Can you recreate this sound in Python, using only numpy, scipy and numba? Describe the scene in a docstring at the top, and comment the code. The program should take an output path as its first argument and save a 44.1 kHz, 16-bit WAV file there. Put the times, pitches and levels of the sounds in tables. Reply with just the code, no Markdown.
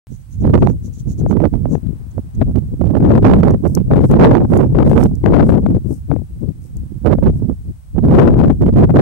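"""A faint hiss and a light breeze, then gusts in open dry hills buffet a hand-held camera's two mic ports.
Each gust rises, holds and falls; faster air is louder and brighter, and the strongest overloads the mic.
Single eddies slap one port or the other, and the largest ones rumble underneath.
In the lulls: faint wind in the brush, the camera's own hiss and whine,
and fingers that rub and click on its plastic shell."""
import sys
import numpy as np
from scipy.fft import rfft, irfft, next_fast_len
from scipy.io import wavfile
from scipy.ndimage import uniform_filter1d, map_coordinates
from numba import njit

SR = 44100
rng = np.random.default_rng(int(sys.argv[2]) if len(sys.argv) > 2 else 0)


def log_audio(samples):
    """Write samples as a 16-bit WAV file to the path given in sys.argv[1]."""
    # one column per channel
    frames = np.atleast_2d(samples).T
    # limit to full scale, then quantise
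    limited = np.clip(frames, -1, 1)
    pcm = np.round(limited * 32767).astype(np.int16)
    wavfile.write(sys.argv[1], SR, pcm)


N = 397341


def amp(db):
    """Decibels to gain."""
    return 10 ** (np.asarray(db) / 20)


def unit(x):
    """Each channel at rms 1."""
    return x / np.sqrt(np.mean(x ** 2, axis=-1, keepdims=True) + 1e-20)


def clock():
    """Sample times in seconds."""
    return np.arange(N) / SR


def ports(pan_db):
    """Left and right gains of mean power 1; pan_db is left minus right."""
    pair = np.array([amp(pan_db / 2), amp(-pan_db / 2)])
    return pair / np.sqrt(np.mean(pair ** 2, axis=0))


def wobble(rate_hz):
    """Smooth random curve per port, rate_hz knots a second."""
    position = clock() * rate_hz
    coarse = position[::16]
    curves = [map_coordinates(knots, [coarse], mode="mirror") for knots in rng.standard_normal((2, 8192))]
    return np.array([np.interp(position, coarse, curve) for curve in curves])


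def swell(t, start_s, hold_s, rise_db_per_s, fall_db_per_s):
    """Envelope that reaches 1 at start_s, holds and falls."""
    before_s = np.maximum(start_s - t, 0)
    after_s = np.maximum(t - start_s - hold_s, 0)
    return amp(-rise_db_per_s * before_s - fall_db_per_s * after_s)


def filtered(x, response):
    """x through the frequency response response(hz)."""
    size = next_fast_len(N + SR // 2)
    return irfft(rfft(x, size) * response(np.fft.rfftfreq(size, 1 / SR)), size)[..., :N]


def coloured(x, spectrum):
    """x shaped by (freq_hz, level_db) points; white noise keeps its power."""
    freq_hz, level_db = np.transpose(spectrum)
    return filtered(x, lambda hz: unit(amp(np.interp(np.log(hz + 1), np.log(freq_hz), level_db))))


def noise(spectrum):
    """Independent coloured noise per channel, rms 1."""
    return unit(coloured(rng.standard_normal((2, N)), spectrum))


def steady(x, span_s):
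    """x with its running rms held at 1."""
    size = max(int(span_s * SR), 2)
    power = uniform_filter1d(uniform_filter1d(x ** 2, size), size)
    return x / np.sqrt(np.abs(power) + 1e-20)


@njit
def moving_lowpass(x, corner_rad, damping):
    """Two-pole low-pass with a moving corner in radians a sample."""
    out = np.zeros_like(x)
    for c in range(x.shape[0]):
        low, band = 0.0, 0.0
        for i in range(x.shape[1]):
            band += corner_rad[c, i] * (x[c, i] - low - damping * band)
            low += corner_rad[c, i] * band
            out[c, i] = low
    return out


# Noise floor: freq_hz, level_db
HISS_SPECTRUM = [(100, -13.5), (500, 4.5), (1000, 3), (2000, -2), (4500, -4.5), (7000, -4), (8700, 2),
                 (10000, -4.5), (12000, -2.5), (14200, -13.5), (15500, -22.5)]
# Tones of the electronics, top two beating: pitch_hz, left_db, right_db
WHINE_TONES = [(8658, -76, -88), (11810, -85, -94), (15734, -71, -77), (15744, -77, -83)]


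def hiss_and_whine(hiss_db=-61, pan_db=3.5):
    """Distant air and amplifier hiss, with the thin whine of the electronics."""
    whine = sum(amp([[left_db], [right_db]]) * np.sqrt(2) * np.sin(2 * np.pi * pitch_hz * clock())
                for pitch_hz, left_db, right_db in WHINE_TONES)
    return amp(hiss_db) * ports(pan_db)[:, None] * noise(HISS_SPECTRUM) + whine


# Light air under the gusts: time_s, level_db, pan_db
BREEZE_CURVE = [(0, -48.5, 5), (.28, -46, -10), (.42, -15, 4), (.9, -30.5, 6), (1.4, -28.5, 3.5),
                (1.95, -30.5, 12), (2.33, -42, 1.5), (2.5, -27.5, -2), (3.6, -18, -8), (5.6, -25.5, -11),
                (5.95, -31, 1.5), (6.5, -33, 8), (6.65, -36.5, -12), (7.001, -25.5, -13), (7.45, -23.5, 7),
                (7.8, -48.5, -7)]
# Gusts at the ports: start_s, hold_s, level_db, pan_db, fineness_ratio
GUST_EVENTS = [(0.12, 0.0092, -25.5, -22, 1.06), (0.428, 0.286, -11.5, -9, 0.99),
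               (0.537, .022, -5.5, -7.5, 1.12), (0.626, 0.01, -7, 9, 0.85), (0.766, .14, -29.5, 14.5, 1.48),
               (1.075, 0.061, -18, -26, 1.12), (1.19, 0.082, -18, 3.5, 1.1),
               (1.305, 0.16, -12.5, -26, 1.15), (1.525, 0.14, -15.5, -15, 1.16),
               (1.707, 0.047, -17.5, 28, 1.28), (1.833, 0.083, -20.5, 27, 0.95),
               (2.18, 0.015, -14.5, -11.5, 1.17), (2.376, 0.0065, -17, -8, 0.85),
               (2.418, 0.011, -6.5, 6.5, 0.98), (2.481, 0.0092, -15, -4, 1.25),
               (2.555, .026, -12, -15, 1.03), (2.72, .016, -20.5, 9, 1.13),
               (2.808, 0.068, -13.5, -22, 0.93), (2.9, 0.097, -12, -15.5, 1.34),
               (3.011, 0.1726, -9, 1, 1.3), (3.227, 0.17, -4, -4, 1.09), (3.433, .12, -8.5, -9.5, 1.3),
               (3.627, 0.037, -12, -26, 1.37), (3.776, 0.042, -11.5, -10.5, 0.97),
               (3.86, 0.036, -16.5, 6, 0.91), (3.915, 0.14, -8.5, 4, 1.16), (4.098, .22, -7, 1, 1.19),
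               (4.189, .08, -3.5, 0, 1.2), (4.326, 0.048, -7, -16.5, 1.36), (4.396, 0.053, -11.5, -3, 1.32),
               (4.514, .13, -9.5, -7, 1.31), (4.66, 0.066, -11.5, -1, 1.25), (4.747, .085, -7, 13.5, 1.13),
               (4.837, .1, -7, -1.5, 1.02), (4.956, .1, -7.5, -7.5, 1.14),
               (5.059, 0.093, -17.5, -5.5, 1.12), (5.252, 0.19, -6.5, 7.5, 1.15), (5.456, .13, -9, 5, 1.12),
               (5.637, .13, -13, 4, 1.28), (5.853, 0.064, -18.5, 12.5, 1.44),
               (6.098, 0.12, -16.5, 34, 1.13), (6.428, 0.065, -20.5, 17, 1.17),
               (6.76, 0.035, -22.5, 14, 0.81), (7.061, 0.072, -7, -26, 0.96),
               (7.182, 0.017, -11.5, 12.5, 0.99), (7.236, 0.035, -7, -18, 0.95),
               (7.272, 0.032, -9.5, 6, 1.15), (7.36, .15, -17.5, -9, 1.1),
               (7.658, 0.052, -26.5, -0.5, 1.12), (7.954, 0.037, -13, -15, 0.81),
               (8.044, 0.083, -7.5, -4, 1.16), (8.141, .11, -4.5, 4, 1.03), (8.269, .24, -7.5, 5.5, 1.004),
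               (8.613, 0.12, -9.5, -2.5, 0.96), (8.764, 0.083, -6.5, -1.5, 0.99),
               (8.879, 0.076, -10.5, 7.5, 1.02), (8.947, 0.055, -5.5, -0.5, 1.13)]


def gusting(wake_db=-6.5, wake_pan_ratio=0.6):
    """Air speed in dB and eddy fineness (a pitch ratio); the strongest of gust, wake and breeze wins."""
    sample_s = clock()
    t = sample_s[::SR // 1000]
    time_s, breeze_db, breeze_pan_db = np.transpose(BREEZE_CURVE)
    speed = amp(np.interp(t, time_s, breeze_db)) * ports(np.interp(t, time_s, breeze_pan_db))
    fineness = np.ones_like(speed)
    for start_s, hold_s, level_db, pan_db, fineness_ratio in GUST_EVENTS:
        core_shape = swell(t, start_s, hold_s, rise_db_per_s=615.5, fall_db_per_s=471.5)
        core = amp(level_db) * ports(pan_db)[:, None] * core_shape
        # weaker stirred air runs ahead and trails behind
        wake_shape = swell(t, start_s, hold_s, rise_db_per_s=296.5, fall_db_per_s=187.5)
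        wake = amp(level_db + wake_db) * ports(wake_pan_ratio * pan_db)[:, None] * wake_shape
        gust = np.maximum(core, wake)
        fineness = np.where(gust > speed, fineness_ratio, fineness)
        speed = np.maximum(speed, gust)
    speed_db = np.array([np.interp(sample_s, t, port) for port in 20 * np.log10(speed)])
    return speed_db, np.array([np.interp(sample_s, t, port) for port in fineness])


def fluttering(speed_db, flutter_db=4, flicker_db=1.61):
    """Flow in dB: light air flutters in puffs, a full gust flickers fast."""
    gale = np.interp(speed_db, [-20, -9], [0, 1])
    swirl = wobble(rate_hz=38)
    puffs = swirl + (1 - swirl ** 2) / 4  # round tops, deep gaps
    return speed_db + flutter_db * (1 - .5 * gale) * puffs + flicker_db * gale * wobble(rate_hz=170)


def eddies(corner_hz, damping=1.82, fine_ratio=1.019, bass_cut_hz=101.5):
    """Turbulent pressure of rms 1, falling steeply past the finest eddies."""
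    corner_rad = np.minimum(2 * np.pi * corner_hz / SR, .1)
    pressure = moving_lowpass(rng.standard_normal((2, N)) / np.sqrt(corner_rad), corner_rad, damping)
    pressure = moving_lowpass(pressure, np.minimum(corner_rad * fine_ratio, .5), np.sqrt(2))
    pressure = filtered(pressure, lambda hz: 1j * hz / (bass_cut_hz + 1j * hz))
    return steady(pressure, span_s=0.028)


def buffeting(flow_db, fineness, gain_db=1.0, burst_octaves=0.26, drift_octaves=0.11):
    """Each port has its own turbulence; faster air is louder and carries smaller eddies."""
    corner_hz = fineness * np.interp(flow_db, [-55, -28.5, -14.5, -7.5, 0], [101, 135, 170, 259.3, 412])
    # the corner leaps when a knot of fine eddies passes
    octaves = burst_octaves * wobble(rate_hz=150) + drift_octaves * wobble(rate_hz=37)
    return amp(flow_db + gain_db) * eddies(corner_hz * 2 ** octaves)


# Largest eddies: freq_hz, level_db
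RUMBLE_SPECTRUM = [(8, -18), (22, -16.5), (40, -9.5), (70, -1), (130, -8.5), (300, -49.5), (600, -90.5)]


def rumble(flow_db, gain_db=-15, follow_ratio=0.52, heave_db=2.0):
    """The largest eddies are slow and heave on through the lulls."""
    slow_db = uniform_filter1d(flow_db, SR // 16)
    level_db = gain_db + follow_ratio * slow_db + heave_db * wobble(rate_hz=10)
    return amp(level_db) * steady(noise(RUMBLE_SPECTRUM), span_s=0.018)


# Finger by the right port, hand by the left: centre_s, width_s, level_db
RIGHT_STROKES = [(.14, 0.044, -55.5), (.215, .025, -62.5), (.335, 0.037, -55), (.415, 0.028, -56.5),
                 (.61, 0.053, -61), (.70, 0.033, -54.5), (.86, 0.033, -48.5), (.95, 0.032, -51.5),
                 (1.0, 0.023, -47.5), (1.11, 0.042, -47.5), (1.197, 0.02, -45.5), (1.305, 0.03, -50),
                 (1.73, 0.041, -48.5), (2.115, 0.011, -58.5), (2.352, 0.0083, -52.5)]
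LEFT_STROKES = [(3.70, 0.091, -56), (4.08, 0.073, -52.5), (4.56, 0.086, -53.5), (4.9, 0.061, -52.5),
                (5.02, 0.074, -50), (5.49, 0.062, -53.5), (5.93, .08, -52), (6.65, 0.048, -58),
                (7.37, 0.062, -60.5)]
# Rubbed shell at each port: freq_hz, level_db
RIGHT_SHELL_SPECTRUM = [(2000, -26), (4000, -16), (5200, -17), (6000, -1), (7000, -3.5), (8200, -15.5),
                        (10000, -17), (12000, -18), (14000, -23.5)]
LEFT_SHELL_SPECTRUM = [(2500, -70), (3800, -36), (4500, -14), (5300, -4.5), (7200, -4.5), (8800, 1.5),
                       (10500, -10.5), (12500, -2), (14500, -26.5)]


def rubs(strokes, shell_spectrum, pan_db, grain_db=3.5):
    """Skin slides over the plastic shell in short, grainy strokes."""
    t = clock()
    envelope = sum(amp(level_db) * np.exp(-np.minimum(2 * ((t - centre_s) / width_s) ** 2, 20))
                   for centre_s, width_s, level_db in strokes)
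    friction = unit(noise(shell_spectrum) * amp(grain_db * wobble(rate_hz=670)))
    return envelope * ports(pan_db)[:, None] * friction


# Single eddies hitting a port: start_s, level_db, pan_db
SLAP_EVENTS = [(0.445,-8.5,-35), (0.631,-6,23), (0.672,3,-37.5), (1.263,-4.5,27), (1.327,-7,-39),
               (1.403,-3.5,-25), (1.454,-1.5,-33), (1.656,-5,-38), (1.752,-13.5,32), (2.181,-8.5,-34),
               (2.415,-2,21), (2.864,-13,-26), (3.15,-17,9), (3.252,2,-27), (3.336,1.5,-14), (3.537,-9,-35),
               (3.774,-8,-22), (3.913,-0.5,-30), (4.249,7,11), (4.352,3,-31), (4.416,-7,7),
               (4.525,-6.5,-30), (4.787,-1,40), (4.914,-3.5,12), (5.014,-8,-15), (5.261,3.5,45),
               (5.663,-2,42), (6.115,-2,34), (6.163,-8,45), (7.048,-9.5,-40), (7.071,-10.5,-18),
               (7.186,-8,14), (7.228,-8,-27), (7.964,-12.5,-16), (8.033,-15,14), (8.186,0.5,11),
               (8.498,-4.5,31), (8.969,1.5,7)]


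def slaps(gain_db=2, base_hz=686, db_per_octave=20, rise_cycles=0.3, t60_cycles=6):
    """An eddy hits a port: a push that dies within a few swings; harder slaps are higher."""
    t = np.arange(SR // 16) / SR
    pressure = np.zeros((2, N + SR))
    for start_s, level_db, pan_db in SLAP_EVENTS:
        cycles = base_hz * 2 ** (level_db / db_per_octave) * t
        envelope = amp(-60 * cycles / t60_cycles) * (1 - np.exp(-cycles / rise_cycles))
        push = amp(level_db + gain_db) * envelope * np.sin(2 * np.pi * cycles)
        pressure[:, round(start_s * SR):][:, :len(t)] += ports(pan_db)[:, None] * push
    return pressure[:, :N]


def breakup(full_ratio=1.306, hold_s=0.0065, fall_db_per_s=1597.5):
    """Each slap breaks up into finer eddies; gives their pitch ratio per port."""
    t = clock()[::SR // 1000]
    stir = sum(ports(pan_db)[:, None] ** 2 / 2 * swell(t, start_s, hold_s, 10 * fall_db_per_s, fall_db_per_s)
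               for start_s, _, pan_db in SLAP_EVENTS)
    return np.array([np.interp(clock(), t, full_ratio ** port) for port in stir])


# Overloaded microphone: freq_hz, level_db
RASP_SPECTRUM = [(500, -16.5), (1400, 2.5), (3000, -3), (6000, -12.5), (10000, -14.5), (15000, -17)]


def overload(pressure, ceiling=0.71, hardness=12, rasp_db=-34, sputter_db=2.5):
    """The microphone saturates and rasps on big swings; the port's air overshoots the flat tops."""
    def port_resonance(hz, centre_hz=700, width_hz=800, lift=0.09):
        return 1 + lift * 1j * hz * width_hz / (centre_hz ** 2 - hz ** 2 + 1j * hz * width_hz)

    saturated = pressure / (1 + np.abs(pressure / ceiling) ** hardness) ** (1 / hardness)
    strain = np.clip(np.abs(pressure) - .45, 0, .33)  # excess over the rasp threshold
    rasp = amp(rasp_db + sputter_db * wobble(rate_hz=96)) * strain * noise(RASP_SPECTRUM)
    return filtered(saturated, port_resonance) + rasp


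# Wind in distant brush: time_s, level_db
BRUSH_CURVE = [(1, -74.5), (1.85, -58.5), (2.25, -59), (3, -63), (6.6, -68), (6.9, -64), (7.6, -69)]
# Its colour: freq_hz, level_db
BRUSH_SPECTRUM = [(200, -7.5), (700, 1.5), (1300, -7.5), (2200, -16), (4500, -24.5)]


def brush():
    """A faint rush of wind comes and goes in the dry brush."""
    time_s, level_db = np.transpose(BRUSH_CURVE)
    return amp(np.interp(clock(), time_s, level_db)) * noise(BRUSH_SPECTRUM)


# Clicks of the camera body: start_s, level_db, pan_db
CLICK_EVENTS = [(3.508, -35, 3.5), (3.6774, -38, 8), (3.7509, -16.5, 24), (4.1132, -32.5, 14.5),
                (4.574, -32, 11), (5.037, -25, 20), (5.1538, -39.5, -2.5), (6.769, -39, 19)]
# Ringing shell: freq_hz, level_db
CLICK_SPECTRUM = [(2500, -43), (3800, -36), (4600, -11.5), (6200, -3.5), (8000, -6.5), (10000, -13.5),
                  (11800, -7), (14000, -23), (16000, -29)]


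def clicks(snap_t60_s=0.0098, tail_db=-28, tail_t60_s=0.067):
    """The plastic shell snaps and rings very briefly."""
    t = np.arange(SR // 10) / SR
    decay = amp(-60 * t / snap_t60_s) + amp(tail_db - 60 * t / tail_t60_s)
    envelope = np.zeros((2, N))
    for start_s, level_db, pan_db in CLICK_EVENTS:
        envelope[:, round(start_s * SR):][:, :len(t)] += amp(level_db) * ports(pan_db)[:, None] * decay
    return coloured(envelope * np.sign(rng.standard_normal((2, N))), CLICK_SPECTRUM)


def scene():
    """Wind on the ports over the brush and the small sounds of the camera."""
    speed_db, fineness = gusting()
    flow_db = fluttering(speed_db)
    wind = overload(buffeting(flow_db, fineness * breakup()) + rumble(flow_db) + slaps())
    right_hand = rubs(RIGHT_STROKES, RIGHT_SHELL_SPECTRUM, pan_db=-5.5)
    left_hand = rubs(LEFT_STROKES, LEFT_SHELL_SPECTRUM, pan_db=19.5)
    return wind + right_hand + left_hand + clicks() + hiss_and_whine() + brush()


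def record(dry, low_cut_hz=30, open_s=.07, top_hz=16000):
    """The input thins the deepest bass, clips at full scale, opens at open_s and is band-limited."""
    def low_cut(hz):
        return hz ** 2 / (hz ** 2 - low_cut_hz ** 2 - 1j * np.sqrt(2) * hz * low_cut_hz)

    clipped = np.clip(filtered(dry, low_cut), -1, 1)
    return filtered(clipped * (clock() > open_s), lambda hz: hz < top_hz)


dry = scene()
out = record(dry)
log_audio(out)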